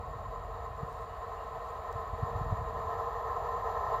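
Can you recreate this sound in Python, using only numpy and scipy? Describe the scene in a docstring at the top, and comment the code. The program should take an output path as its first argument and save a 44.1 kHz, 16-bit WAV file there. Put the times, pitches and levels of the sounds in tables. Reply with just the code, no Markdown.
"""Snowy country, beside an empty track: the rails sing with a train that is still far away.
Its rolling wheels shake the steel, which rings in narrow bands; the roar grows and fills in as it nears.
Light wind rumbles on the microphone and its eddies bump it a few times.
Faint rustles, a tick and two distant chirps lie in the outdoor hiss."""
import sys
import numpy as np
from scipy.fft import rfft, irfft, next_fast_len
from scipy.io import wavfile
from scipy.ndimage import uniform_filter1d, map_coordinates

SR = 44100
rng = np.random.default_rng(int(sys.argv[2]) if len(sys.argv) > 2 else 0)


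def generate_wav(sig):
    """Save sig (samples, or channels by samples) to the path in sys.argv[1] as 16-bit PCM at SR."""
    pcm = np.round(np.clip(np.atleast_2d(sig).T, -1, 1) * 32767).astype(np.int16)
    wavfile.write(sys.argv[1], SR, pcm)


N = 176400


def amp(db):
    """Decibels to gain."""
    return 10 ** (np.asarray(db) / 20)


def unit(x):
    """Scale to rms 1."""
    return x / np.sqrt(np.mean(x ** 2) + 1e-20)


def curve(rows):
    """One value per sample from (time [s], value) rows."""
    return np.interp(np.arange(N) / SR, *np.transpose(rows))


def swell(centre_s, half_s):
    """Gaussian rise and fall, peak 1."""
    return np.exp(-((np.arange(N) / SR - centre_s) / half_s) ** 2)


def wobble(knots_per_s):
    """Smooth random curve."""
    return map_coordinates(rng.standard_normal(2000), [np.arange(N) * knots_per_s / SR], mode="mirror")


def filtered(x, response):
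    """Apply a gain given as a function of frequency [Hz]."""
    size = next_fast_len(N + SR // 2)
    hz = np.fft.rfftfreq(size, 1 / SR)
    return irfft(rfft(x, size) * response(hz), size)[:N]


def noise(response):
    """Filtered white noise, rms 1."""
    white = rng.standard_normal(next_fast_len(N + SR // 2))
    return unit(filtered(white, response))


def coloured(spectrum):
    """Noise, rms 1, shaped by (frequency [Hz], density [dB]) rows on a log axis."""
    knots_hz, db = np.transpose(spectrum)
    return noise(lambda hz: amp(np.interp(np.log(hz + 1), np.log(knots_hz + 1), db)))


def evened(x, window_s=0.14):
    """Even out slow swings of level; rms 1."""
    power = np.abs(uniform_filter1d(x ** 2, int(window_s * SR))) + 1e-6
    return unit(x / np.sqrt(power))


def ringing(centre_hz, width_hz):
    """Steep-sided resonance shaken at random, steady in level."""
    return evened(noise(lambda hz: 1 / (1 + ((hz - centre_hz) / (0.66 * width_hz)) ** 2)))


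def rails(roar_db=-5, roar_growth=1.69, flutter_db=1):
    """Nearing wheels drive the rail resonances and the roar between them, each at its own growth rate."""
    # rolling strength (time [s], level [dB])
    approach = [(0, -42.5), (.4, -41.5), (.55, -41), (.9, -41.3), (1.08, -43), (1.3, -40.5), (1.55, -41),
                (2, -39.5), (2.14, -40.5), (2.3, -38), (2.78, -39), (2.9, -36.7), (3.25, -36.5),
                (3.75, -35.5), (3.92, -34.5)]
    # rail resonances (centre [Hz], width [Hz], level re rolling [dB], growth [dB per dB of approach])
    modes = [(406.5, 17.4, -23, 1.2), (451.6, 25.4, -12.5, 1), (471.6, 15.8, -13, 1.38),
             (579, 88, -16.5, 0.5), (649.4, 18.4, -12.5, 0.47), (710.4, 23, -13, .5), (759, 53, -14.5, 1.2),
             (1035, 31.4, -6, 1.23), (1100, 36, -12.5, 0.2), (1258, 46, -14.5, 1), (1316, 30, -18.5, 1.5),
             (1853.4, 25, -24, 1), (1957, 52, -31.5, 0), (2814, 27, -45.5, 1.5), (3866, 59, -37, .5),
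             (4410, 33, -42, 0.5), (6125, 54, -42.5, 1.45), (7110, 250, -35, 0.6), (7140, 56, -40.5, 0.7),
             (12400, 450, -41.5, .8), (12700, 500, -45.5, 1.2), (13718, 60, -47, 0.7)]
    # broad roar (frequency [Hz], relative density [dB])
    roar_spectrum = [(250, -50), (350, -20.5), (420, -14), (470, 0), (500, -20.5), (620, -0.5), (740, 1),
                     (900, -1.5), (1040, 3.5), (1180, -5), (1330, -6.5), (1420, -24), (1600, -20),
                     (1800, -10), (1900, -22), (2400, -34), (4300, -33.5), (5600, -44), (10000, -81),
                     (11500, -41.5), (12600, -44.5), (15000, -60)]
    rolling_db = curve(approach)
    mean_db = rolling_db.mean()
    near_db = rolling_db - mean_db
    ring = sum(amp(db + growth * near_db) * ringing(hz, width_hz) for hz, width_hz, db, growth in modes)
    roar = amp(roar_db + roar_growth * near_db) * coloured(roar_spectrum)
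    uneven_rolling = amp(mean_db + flutter_db * wobble(knots_per_s=35))
    return uneven_rolling * (ring + roar)


def wind():
    """The breeze rumbles on the microphone."""
    # wind strength (time [s], level [dB])
    strength = [(0, -44.5), (.55, -44), (1.1, -48), (1.75, -50), (2.25, -43.5), (2.52, -38), (2.72, -42.5),
                (3, -46.5), (4, -45.5)]
    # rumble (frequency [Hz], relative density [dB])
    spectrum = [(20, -34), (34, -21), (43, 5.5), (55, -1.5), (85, -1.5), (120, -8.5), (160, -16),
                (250, -26.5), (400, -31.5), (1000, -74)]
    return amp(curve(strength)) * evened(coloured(spectrum))


def bumps(puff_db=-21, puff_half_s=0.01):
    """Each eddy is one short, low swing of pressure with a puff of turbulence inside."""
    # eddies (time [s], envelope peak [dB], pitch [Hz], half length [cycles])
    eddies = [(0.834, -30, 138, 0.6), (1.961, -33, 102, 1), (2.138, -30.5, 91, 0.7),
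              (2.232, -22, 109, 0.61), (2.364, -29, 102, 1), (2.417, -27, 125, 0.81),
              (2.464, -30, 100, 0.64), (2.528, -22, 100, 0.54), (2.618, -31.5, 113, 0.88)]
    # turbulence (frequency [Hz], relative density [dB])
    puff_spectrum = [(90, -14), (170, 4.5), (260, -6), (400, -18), (800, -49), (2000, -120)]
    t, out = np.arange(N) / SR, np.zeros(N)
    turbulence = amp(puff_db) * coloured(puff_spectrum)
    phases = rng.uniform(0, 2 * np.pi, len(eddies))
    for (at_s, db, hz, half_cycles), phase in zip(eddies, phases):
        cycles = (t - at_s) * hz
        envelope = (1 + (cycles / half_cycles) ** 2) ** -1.5
        swing = envelope * np.sin(2 * np.pi * cycles + phase)
        out += amp(db) * (swing + turbulence * swell(at_s, puff_half_s))
    return out


def rustles():
    """Soft, grainy swells of treble close to the microphone."""
    # rustles (time [s], half length [s], level [dB])
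    events = [(0.923, .035, -70.5), (1.012, .04, -72.5), (1.69, 0.057, -74)]
    # rustle noise (frequency [Hz], relative density [dB])
    spectrum = [(1500, -20), (4000, 0), (9000, -2), (10200, -18), (11500, -7), (14000, -6), (16000, -18)]
    envelope = sum(amp(db) * swell(at_s, half_s) for at_s, half_s, db in events)
    grain = amp(4 * wobble(knots_per_s=400))
    return envelope * unit(grain * coloured(spectrum))


def tick(at_s=1.9276, t60_s=0.0014):
    """Tiny, dry click of fast-decaying modes."""
    # click modes (frequency [Hz], initial level [dB])
    modes = [(5800, -47), (7600, -45), (13800, -47)]
    age_s = np.maximum(np.arange(N) / SR - at_s, 0)
    return sum(amp(db - 60 * age_s / t60_s) * np.sin(2 * np.pi * hz * age_s) for hz, db in modes)


def chirps(half_s=0.049, width_hz=81):
    """Two short, thin notes, blurred by distance."""
    # chirps (time [s], pitch [Hz], level [dB])
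    notes = [(1.12, 2900, -71), (1.41, 2820, -67)]
    return sum(amp(db) * swell(at_s, half_s) * ringing(hz, width_hz) for at_s, hz, db in notes)


def air():
    """Faint hiss of still air over the fields."""
    # hiss strength (time [s], level [dB])
    strength = [(0, -58.5), (.6, -58.5), (1.2, -56.5), (2.2, -56.5), (4, -59)]
    # hiss (frequency [Hz], relative density [dB])
    spectrum = [(100, -4.5), (300, -4), (1500, -1), (2400, -11), (3400, -15.5), (4500, -16.5), (5500, -27),
                (7500, -30), (9400, -26.5), (9900, -39), (10500, -43), (10750, -28.5), (12400, -31),
                (14000, -32), (14800, -32), (15600, -32)]
    return amp(curve(strength)) * coloured(spectrum)


def scene():
    """All sources at one microphone."""
    return (air() + rails() + wind() + bumps() + rustles() + chirps() + tick())[None]


def record(dry):
    """Brick-wall low-pass."""
    top_hz = 15700
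    return np.array([filtered(x, lambda hz: hz < top_hz) for x in dry])


dry = scene()
out = record(dry)
generate_wav(out)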